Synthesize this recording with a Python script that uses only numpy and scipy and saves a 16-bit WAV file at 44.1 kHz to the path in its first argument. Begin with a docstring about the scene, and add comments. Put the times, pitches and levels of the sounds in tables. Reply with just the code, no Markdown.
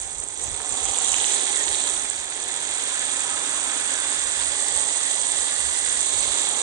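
"""Hose spray into a bucket of laundry

A garden hose nozzle sprays into a plastic bucket of laundry on a lawn, just right of the microphones.
Thousands of random clicks stand for drops: filters make them hiss on plastic, splash on wet cloth
and drum on the air in the bucket. Short tones make slaps, bubbles and patters; drifting tones make hollows ring.
The jet swings from the wall over the cloth into the gathering pool, which changes the colour.
Slow-changing low noise is the light breeze on the microphones, over a quiet, steady yard background.
"""
import sys
import numpy as np
from scipy import signal
from scipy.fft import rfft, irfft
from scipy.io import wavfile
from scipy.ndimage import uniform_filter1d, map_coordinates

SR = 44100
rng = np.random.default_rng(int(sys.argv[2]) if len(sys.argv) > 2 else 0)


def persist_wave(psi):
    """Save psi, clipped to +-1, as 16-bit WAV."""
    counts = np.round(np.clip(psi, -1, 1) * 32767).astype(np.int16)
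    wavfile.write(sys.argv[1], SR, np.atleast_2d(counts).T)


N = 291942
TAPS = 2048  # length of filters and of short sounds, in samples
TIME = np.arange(N) / SR
FREQS = np.maximum(np.arange(TAPS // 2 + 1), .5) * SR / TAPS  # the lowest is kept above zero for logarithms

# how loud the jet is where it lands, before gains and flutter: (t/s, hiss level/dB, splash level/dB, drum level/dB)
JET_LEVELS = [(0.0, -28, -42.5, -44.5), (0.25, -30.5, -46, -43.5), (0.47, -28, -41, -40.5),
              (0.64, -27.7, -38.5, -37), (0.73, -23.3, -36.8, -36), (0.95, -22.5, -33.5, -34),
              (1.25, -19.5, -31.5, -35.4), (1.53, -20.5, -31.5, -36), (1.86, -21, -34, -35),
              (2.1, -24.5, -36, -39), (2.3, -28.2, -37.5, -40), (2.6, -24.5, -34, -37.5),
              (2.9, -23.5, -32.5, -38), (3.55, -22, -33, -36), (3.95, -22, -32, -36.5),
              (4.25, -21, -31.5, -37.5), (4.85, -20.5, -32.5, -36.5), (5.85, -20, -31.5, -38.5),
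              (6.05, -20, -32, -39), (6.35, -19.5, -30, -35), (6.62, -21.0, -32, -34)]
# where the hand points the jet, before trembling:
# (t/s, place: 0 far wall, 1 foot of the wall, 2 cloth, 3 pool, 4 and above near wall)
JET_AIM = [(0, 1.5), (1.05, 0), (1.35, 1.34), (1.65, 1), (2.0, 1.8), (2.45, 1.14), (3.6, 2), (4.3, 2.5),
           (5.1, 3.5), (5.95, 2.5), (6.4, 9)]
# how the jet breaks up on each place, one row per place:
# (spread of drop sizes/dB, extra coarse hiss level/dB, crackle level/dB before its gain)
JET_BREAKUP = [(3.5, 3.5, -1), (3, 1, -1.5), (2.5, 0.6, -4.5), (3.0, -1.3, -12.5), (3, 0.8, -11.5)]
# brief surges of the spray, full in the hiss and about half as many dB in splash and drum: (t/s, rise level/dB)
JET_SURGES = [(.44, 2.5), (4.8, 2)]
SURGE_S = 0.1  # length of a surge
HISS_DB, SPLASH_DB, DRUM_DB = 0.59, 1.84, -0.54  # gain of each layer
# below full hiss the spray thins to lone drops: dB more spread per dB of level
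THIN_SPRAY, FULL_HISS_DB = 0.082, -18.5

# spray on plastic: (f/Hz, coarse drops level/dB, fine drops level/dB)
PLASTIC_HISS = [(2510, -42.5, -47), (5460, -24, -43.5), (5780, -12.5, -37), (5870, -13, -37),
                (6260, -8.5, -16), (7000, -5.5, -11.5), (7720, -5, -4), (7970, -9, -1), (8956, -17, -0.5),
                (8720, -6.5, -2.5), (9360, -27, -9), (9440, -36.5, -20.5), (10700, -38, -18.5)]
# a thin high ring of sparser drops: (f/Hz, level/dB)
THIN_RING = [(6500, -35.5), (7900, -13), (8300, -6.5), (8520, 0), (8750, -10), (9100, -18), (9700, -29)]
# higher resonances, rung by the splashing: (f/Hz, width f/Hz, relative level/dB on each of the five places)
SPLASH_RESONANCES = [(1463, 87, -8, -17, -4, -8.5, -12), (1588, 100, -8, -8, -0.5, -8.3, -7),
                     (1727, 150, -8, -3, 0, -3.5, -1), (1952, 204, -9, -3, -4, 0, -4.5),
                     (2160, 200, -12.5, -7.5, -5.5, -11, -2), (2520, 290, -9, -7, -5.5, -12, -5),
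                     (2816, 300, -5, -9, -5.5, -6.5, -4), (3370, 320, 1.5, 1, 0, -0.5, 3),
                     (3625, 510, -6, -1.5, 0, -1.5, 3), (3920, 550, -2, -3.5, -14, -4.5, 0),
                     (4660, 1140, -15, -12, -10.5, -7.5, -10)]
# air resonances of the bucket: (f/Hz, width f/Hz, relative level/dB on each of the five places)
AIR_RESONANCES = [(284.3, 63, -9, -5.5, -3.5, -7.5, -3.5), (397.6, 86, -8.5, 1, -5, -5.5, -2),
                  (494, 97, -7.5, -5, -16.5, -11, -13), (615, 243, -12, -3.5, -4, -3.5, -1),
                  (753, 81, 0, 0, -12, -13, -4.5), (831, 70, -15, 0.5, -2, -2, -0.5),
                  (924, 51, -1, -1, -5.5, -7.5, -2), (1048, 106, -4, -4, -1.5, -8, -2),
                  (1149, 70, -4.5, -22.5, -6, -4.5, -5.5), (1289, 130, -8.5, -10, -3, -12, -5.5)]
WAVER_SHARE = .006  # the sloshing water shifts the resonances

# a coarse drop cracking on bare plastic, also the colour of slap spatter: (f/Hz, level/dB)
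CRACK_COLOUR = [(700, -21.5), (1500, -2.5), (2000, -1), (2600, -4), (3400, -6), (4100, -4.5), (5200, -11),
                (7000, -24), (9500, -31)]
CRACKLE_DB, CRACKLE_FOLLOWS = -17.5, 0.63  # gain; share of the splash level that it follows

# gusts on the microphones, each a swell before flicker: (t/s, length t/s, left level/dB, right level/dB)
WIND_GUSTS = [(0, 0.15, -41, -46), (0.22, 0.19, -51, -48), (0.51, 0.18, -42, -37),
              (0.727, 0.07, -58, -40.5), (0.867, 0.12, -51, -39.5), (1.13, 0.18, -62, -43),
              (1.68, 0.27, -49, -55), (1.98, .3, -56, -59), (2.184, 0.16, -49, -62),
              (3.05, .07, -49.5, -55), (3.34, .08, -57, -51), (4.078, 0.082, -51, -59),
              (4.28, 0.12, -50, -66), (4.436, 0.27, -60, -43), (4.757, 0.11, -58, -41),
              (5.36, .12, -51, -67), (5.664, 0.13, -42, -71), (5.86, 0.21, -55, -51),
              (6.023, .16, -50, -58), (6.177, 0.11, -59, -40.5), (6.294, .08, -58, -41)]
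# wind rumble: (f/Hz, level/dB)
WIND_RUMBLE = [(12, -23.5), (32, 2), (50, 0.5), (78, 3), (110, -4.5), (170, -15.5), (300, -31), (1000, -60)]
BREEZE_DB = -61  # the light air between gusts, before it wanders
# steady outdoor background: (f/Hz, level/dB before its gain)
YARD_COLOUR = [(30, 3), (75, -5.5), (150, 4), (250, -17), (600, -8.5), (3000, -15.5), (9000, -28)]
YARD_DB = -57.5

# hollows in the laundry that ring as the jet passes, before slosh and patchiness:
# (t/s, length t/s, f/Hz, glide in Hz per s, level/dB)
HOLLOWS = [(0.05, .25, 755, 0, -48.5), (.55, .3, 760, -1.5, -49), (0.93, 0.4, 792, 60, -43.5),
           (1.4, .7, 830, 60, -46), (1.6, .8, 409.5, -40, -49), (2.57, .16, 970, 1, -44.5),
           (2.84, 0.24, 1010, 346, -40.5), (2.92, 0.48, 1597, 281.5, -41), (3.22, .14, 1550, -300, -44),
           (3.27, .26, 1000, 250, -44), (3.299, .75, 1295, 30, -45.5), (3.53, 0.56, 825, 20, -42),
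           (3.66, .2, 1740, 700, -48), (4.05, 0.45, 1620, 0, -45), (4.85, 1.2, 836, -10.5, -46.5)]
POCKET_WIDTH = 0.05  # bandwidth as a share of the pitch
POCKET_SLOSH_SHARE, POCKET_PATCHY_DB = .016, 1.6  # spread of each hollow's pitch and of its level

# big drops that tick on the wall: (first touch t/s, level/dB before the shared gain)
WALL_TICKS = [(.0139, -19), (0.1827, -16), (0.199, -14.5), (0.2364, -15.5), (0.2853, -14), (0.4364, -13.5),
              (.6586, -16.5), (0.6913, -11), (0.7223, -12), (0.7402, -16), (0.9113, -14), (0.9732, -10),
              (0.9852, -5.5), (1.0666, -12), (1.1414, -12), (1.1634, -9.5), (1.3453, -9), (1.5584, -10.5),
              (1.5718, -9), (1.8377, -12), (1.8696, -12.5), (1.8966, -9.5), (2.0986, -9), (2.5621, -13.5),
              (2.9931, -12), (3.1667, -13), (3.2036, -12), (4.1265, -14), (4.4139, -13), (4.774, -10.5),
              (6.5845, -13)]
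# a heavy drop on plastic: (f/Hz, level/dB)
HEAVY_DROP_RING = [(3000, -42), (5400, -27), (6400, -14), (7200, 1.5), (8400, 4.5), (9000, -6.5),
                   (9700, -33.5)]
TICK_DB, TICK_RISE_S = 15.2, .0011  # shared gain; delay from first touch to burst
# big drops that slap wet cloth: (t/s, level/dB before the shared gain, f/Hz, ring time t/s)
CLOTH_SLAPS = [(.6031, -20.5, 1550, 0.00034), (.864, -23, 3360, 0.00033), (.9454, -17.5, 3320, 0.0003),
               (1.0962, -24, 3970, .0003), (1.1424, -9, 2530, 0.00018), (1.202, -21, 3560, 0.0006),
               (1.2437, -9, 3370, 0.00021), (1.3068, -19, 3420, .0003), (1.3392, -19, 3490, .0003),
               (1.556, -21, 3600, .0003), (1.679, -22.5, 1800, .0008), (1.6816, -11.5, 3800, 0.00022),
               (1.7298, -23, 3470, .0003), (1.747, -13, 3550, 0.00035), (1.819, -19, 3920, .0003),
               (1.8746, -14.5, 3800, 0.00029)]
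SLAP_DB = 11  # shared gain of the slaps
SPATTER_DB, SPATTER_S = -16, 0.003  # droplets thrown off by a slap: level against the slap, fall time
# flurries of drops on one patch of wet wall: (t/s, length t/s, middle f/Hz, level/dB)
WALL_PATTERS = [(0.879, .12, 3400, -39), (1.05, .14, 3700, -38), (1.2, .2, 3150, -35),
                (1.37, .26, 3720, -34.5), (1.2, 0.22, 6830, -27.5), (1.79, 0.19, 3700, -35),
                (6.19, .24, 4100, -38.5)]
# gurgles in folds of the cloth, each a quick run of bubbles:
# (t/s, average gap between bubbles t/s, middle f/Hz, starting level/dB)
FOLD_GURGLES = [(1.586, .0065, 1840, -18), (3.021, .007, 1630, -28), (3.941, .011, 1614, -19),
                (5.035, .01, 1910, -20)]
GURGLE_RING_S, GURGLE_FADE_DB_PER_S = 0.0035, 42  # ring time of a bubble; how the run fades

# the left microphone faces away from the bucket: (f/Hz, level/dB against the right one)
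LEFT_SHADOW = [(250, -2), (450, -5), (700, -8.5), (850, -7), (1050, -4.5), (1400, -2.5), (1950, -5.5),
               (2400, 0), (3000, -4), (3450, -8.5), (4500, -0.5), (5300, -2), (6400, -11), (7400, -11),
               (8700, -17)]
LEFT_LAG_S = 0.00023  # short sounds reach the left this much later
TOP_HZ = 9650  # where the recorder cuts the top


def undb(db):
    """Decibels to gain."""
    return np.exp(np.asarray(db) * (np.log(10) / 20))


def curves(table):
    """Each column of a table of (s, values..) at every sample."""
    s, *columns = np.transpose(table)
    return [np.interp(TIME, s, column) for column in columns]


def unit(x):
    """Scale so that the last (right) channel has an rms, or average strength, of 1."""
    return x / np.sqrt(np.mean(x[-1] ** 2))


def walk(rate, time=TIME):
    """Wander by chance: straight lines between random values, rate of them a second; spread near 1."""
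    steps = rng.standard_normal(N // 64)
    return 1.167 * np.interp(time * rate, np.arange(len(steps)), steps)


def swell(s, length_s, time=TIME):
    """A smooth rise and fall around a moment, peak 1."""
    out = np.zeros(len(time))
    near = abs(time - s) < 2 * length_s
    out[near] = np.exp(-(2 * (time[near] - s) / length_s) ** 2)
    return out


def shape(points):
    """Gain at each frequency from (Hz, dB) points."""
    hz, db = np.transpose(points)
    return undb(np.interp(np.log(FREQS), np.log(hz), db))


def colour(x, gain):
    """Filter with the given gain at each frequency, without sounding ahead of its input."""
    cepstrum = irfft(np.log(gain + 1e-6))
    # folding the second half onto the first puts the response as early as possible
    cepstrum[1:TAPS // 2] *= 2
    cepstrum[TAPS // 2 + 1:] = 0
    response = irfft(np.exp(rfft(cepstrum)))
    return signal.oaconvolve(x, response[None])[:, :N]


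def resonance(hz, width):
    """Gain of steep resonances at each frequency, one column each."""
    f = FREQS[:, None]
    detuning = (f ** 2 - hz ** 2) / (f * width)
    return 1 / (1 + (np.sqrt(2) - 1) * detuning ** 2)


def impulses(s, size):
    """Clicks at the given times, each shared between two samples."""
    at = np.clip(s * SR, 0, N)
    i = at.astype(int)
    first = np.bincount(i, size * (1 + i - at), N + 2)
    second = np.bincount(i + 1, size * (at - i), N + 2)
    return (first + second)[:N]


def shower(spread_db, echo, lag_s, lag_spread_s, count):
    """Drops of very unequal size; each lands elsewhere, so it has its own lag to the left and its own wall echo."""
    s, rank, path, sign = rng.random((count, 4)).T
    s = s * N / SR
    weight = np.minimum(-np.log(1 - rank), 6.5)  # drops above a certain size break up
    size = np.sign(sign - .5) * undb(np.interp(s, TIME, spread_db) * weight)
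    lag = lag_s + lag_spread_s * rng.laplace(size=count)
    back = s + 0.000303 + .002 * path  # when the echo returns
    return np.array([impulses(s + d, size) + echo * impulses(back + d, size) for d in (lag, 0)])


def steady(x):
    """Hold the flow of a shower even over a third of a second, whatever its drop sizes."""
    return x / np.sqrt(uniform_filter1d(x[-1] ** 2, SR // 3))


def bucket(x, modes, aim):
    """Ring the resonances; how strongly each is driven depends on where the jet lands."""
    hz, width, *places = np.transpose(modes)
    power = resonance(hz, width) ** 2
    aim = np.clip(aim, 0, len(places) - 1)
    out = 0
    for place, db in enumerate(places):
        nearness = np.maximum(1 - abs(aim - place), 0)  # fade between neighbouring places
        out += nearness * unit(colour(x, np.sqrt(power @ undb(db) ** 2)))
    return out


def add(track, s, sound):
    """Mix a short sound into both channels; it reaches the left one later."""
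    for channel, at in zip(track, (s + LEFT_LAG_S, s)):
        i = min(max(int(at * SR), 0), N)
        channel[i:i + len(sound)] += sound[:N - i]


def blip(hz, ring_s):
    """A tone that swells and dies within a few ring times."""
    t = TIME[:TAPS]
    return t / ring_s * np.exp(-t / ring_s) * np.sin(2 * np.pi * hz * t)


def bubbles(low_hz, high_hz, cycles, rise, size_db, count):
    """Trapped air rings briefly and rises in pitch; there is more of it as the pool gathers."""
    out, t = np.zeros((2, N)), TIME[:TAPS]
    for when, pitch, rank in rng.random((count, 3)):
        hz = low_hz * (high_hz / low_hz) ** pitch
        age = t * hz / cycles  # in fall times
        ring = np.sin(2 * np.pi * hz * t * (1 + rise * np.minimum(age, 4))) * np.exp(-age)
        size = undb(size_db * min(-np.log(1 - rank), 4))
        add(out, when ** .7 * N / SR, ring * size)  # the power crowds bubbles towards the end
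    return unit(out)


def waver(x):
    """Let all pitches drift a little together, by reading the sound slightly faster or slower."""
    at = np.cumsum(1 + WAVER_SHARE * walk(5))
    return np.array([map_coordinates(channel, [at], order=2, mode="mirror") for channel in x])


def hissing(spread_db, coarse_db):
    """Spray ticks on the plastic in clumps as the jet breaks up; coarse drops sound lower, sparser ones ring thinly."""
    hz, *spectra = np.transpose(PLASTIC_HISS)
    hiss = 0
    for db, share in zip(spectra, (undb(coarse_db), 1)):
        drops = steady(shower(spread_db, echo=0.32, lag_s=.00016, lag_spread_s=.00005, count=50000))
        clumps = undb(1.58 * walk(450) + 0.2 * walk(70))
        hiss += share * colour(drops * clumps, shape(np.c_[hz, db]))
    sparse = steady(shower(spread_db, echo=0.36, lag_s=.00016, lag_spread_s=.00005, count=6000))
    thin_ring = unit(colour(sparse, shape(THIN_RING)))
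    return unit(unit(hiss) + undb(-8.5) * thin_ring)


def splashing(aim, spread_db):
    """Drops burst on the wet cloth and in the pool and whip bubbles into it."""
    drops = steady(shower(spread_db - .7, echo=0.49, lag_s=.00014, lag_spread_s=.000045, count=45000))
    fizz = bubbles(low_hz=900, high_hz=4150, cycles=11, rise=0.023, size_db=3.5, count=900)
    return bucket(drops, SPLASH_RESONANCES, aim) * undb(0.66 * walk(60)) + undb(-15.5) * fizz


def drumming(aim):
    """The dense patter on the laundry drives the air in the bucket; large bubbles gurgle under it."""
    patter = shower(np.full(N, 2.0), echo=0.29, lag_s=.00008, lag_spread_s=.00007, count=30000)
    gurgle = bubbles(low_hz=451.0, high_hz=1260, cycles=11.8, rise=0.014, size_db=-3.0, count=600)
    return bucket(patter, AIR_RESONANCES, aim) * undb(0.49 * walk(17)) + undb(-20.5) * gurgle


def crackling():
    """Sparse coarse drops crack on the bare plastic."""
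    drops = steady(shower(np.full(N, 2.5), echo=0.32, lag_s=0.00012, lag_spread_s=.00005, count=2000))
    return unit(colour(drops, shape(CRACK_COLOUR)))


def outdoors():
    """Gusts buffet each microphone separately, over a light breeze and a quiet background common to both."""
    power = undb(BREEZE_DB + 2.6 * np.array([walk(2.9), walk(5.7)])) ** 2
    for s, length_s, left_db, right_db in WIND_GUSTS:
        power += undb([[left_db], [right_db]]) ** 2 * swell(s, length_s) ** 2
    rumble = unit(colour(rng.standard_normal((2, N)), shape(WIND_RUMBLE)))
    wind = rumble * np.sqrt(power) * undb(1.3 * walk(24))
    yard = unit(colour(rng.standard_normal((1, N)), shape(YARD_COLOUR)))
    return wind + undb(YARD_DB) * yard


def pockets():
    """Hollows in the laundry ring narrowly and in patches as the jet passes; filling and draining moves their pitch."""
    out = np.zeros((2, N))
    for s, length_s, hz, glide, db in HOLLOWS:
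        t = TIME[abs(TIME - s) < length_s]
        slosh, patch = walk(11, t), walk(14, t)
        # two wandering strengths spread the tone into a narrow band
        a, b = walk(POCKET_WIDTH * hz, t), walk(POCKET_WIDTH * hz, t)
        pitch = hz * (1 + POCKET_SLOSH_SHARE * slosh) + glide * (t - s)
        phase = 2 * np.pi * np.cumsum(pitch) / SR
        level = undb(db + POCKET_PATCHY_DB * np.minimum(patch, 1))
        ring = (a * np.cos(phase) + b * np.sin(phase)) * level
        add(out, t[0], ring * swell(s, length_s, t))
    return out


def wall_ticks():
    """Single heavy drops burst on the plastic: a bright tick trailed by its spatter."""
    ticks, t = np.zeros((2, N)), TIME[:TAPS]
    ring = shape(HEAVY_DROP_RING)
    for s, db in WALL_TICKS:
        burst = rng.standard_normal(TAPS) * (np.exp(-t / .00014) + undb(-26) * np.exp(-t / .003))
        strength = np.sqrt(np.mean(abs(rfft(burst) * ring) ** 2))  # how hard this spatter rings the plastic
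        add(ticks, s + TICK_RISE_S, burst / strength * undb(db + TICK_DB))
    return colour(ticks, ring)


def cloth_slaps():
    """Single heavy drops slap wet cloth: a dull short tone, trailed by noisy spatter."""
    slaps, spatter, t = np.zeros((2, N)), np.zeros((2, N)), TIME[:TAPS]
    for s, db, hz, ring_s in CLOTH_SLAPS:
        add(slaps, s, undb(db + SLAP_DB) * blip(hz, ring_s))
        droplets = rng.standard_normal(TAPS) * np.exp(-t / SPATTER_S)
        add(spatter, s, undb(db + SLAP_DB + SPATTER_DB) * droplets)
    return slaps + colour(spatter, shape(CRACK_COLOUR))


def patters(count):
    """Flurries of drops on one patch of wet wall, each a short blip near the patch's pitch."""
    out = np.zeros((2, N))
    for s, length_s, hz, db in WALL_PATTERS:
        flurry = np.zeros((2, N))
        for when, pitch, size in rng.standard_normal((count, 3)):
            drop = undb(2.8 * min(size, 1.2)) * blip(hz * np.exp(.07 * pitch), 0.0004)
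            add(flurry, s + when * length_s / np.sqrt(8), drop)
        strength = np.sqrt(np.sum(flurry[1] ** 2) / (length_s * SR))
        out += flurry * undb(db) / strength
    return out


def fold_gurgle(count):
    """Air escapes from folds of cloth as runs of bubbles of nearly one size, fading along each run."""
    out = np.zeros((2, N))
    for s, gap_s, hz, db in FOLD_GURGLES:
        for k, (late, size) in enumerate(rng.uniform(-1, 1, (count, 2))):
            age_s = (k + 0.303 * late) * gap_s
            bubble = blip(hz * (1 + 0.063 * size), GURGLE_RING_S)
            add(out, s + age_s, undb(db - GURGLE_FADE_DB_PER_S * age_s) * bubble)
    return out


def scene():
    """The water sounds together, shadowed on the left, in the open air."""
    hiss_db, splash_db, drum_db = curves(JET_LEVELS)
    aim = curves(JET_AIM)[0] + 0.079 * walk(7.1)  # the hand trembles, so the colour wanders
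    places = np.arange(len(JET_BREAKUP))
    spread_db, coarse_db, crackle_db = (np.interp(aim, places, column) for column in np.transpose(JET_BREAKUP))
    # the jet flutters and surges as a whole
    flow_db = 0.2 * walk(40) + sum(db * swell(s, SURGE_S) for s, db in JET_SURGES)
    hiss_spread_db = spread_db + THIN_SPRAY * np.maximum(FULL_HISS_DB - hiss_db, 0)

    water = undb(hiss_db + HISS_DB + flow_db) * hissing(hiss_spread_db, coarse_db)
    water += undb(splash_db + SPLASH_DB + 0.45 * flow_db) * splashing(aim, spread_db)
    drum = undb(drum_db + DRUM_DB + 0.47 * flow_db) * drumming(aim)
    water += undb(CRACKLE_DB + crackle_db + CRACKLE_FOLLOWS * splash_db) * crackling()
    water += waver(drum + pockets())
    water += wall_ticks() + patters(count=120)
    water += (cloth_slaps() + fold_gurgle(count=6)) * undb([[-7], [0]])  # weaker on the left
    left = colour(water[:1], shape(LEFT_SHADOW))
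    return np.vstack([left, water[1:]]) + outdoors()


def record(dry):
    """The recorder rounds the sharpest peaks and cuts the top steeply."""
    rounded = dry / (1 + (dry / .82) ** 8) ** (1 / 8)
    top_cut = signal.ellip(14, .2, 80, TOP_HZ, fs=SR, output="sos")
    return signal.sosfilt(top_cut, rounded)


dry = scene()
out = record(dry)
persist_wave(out)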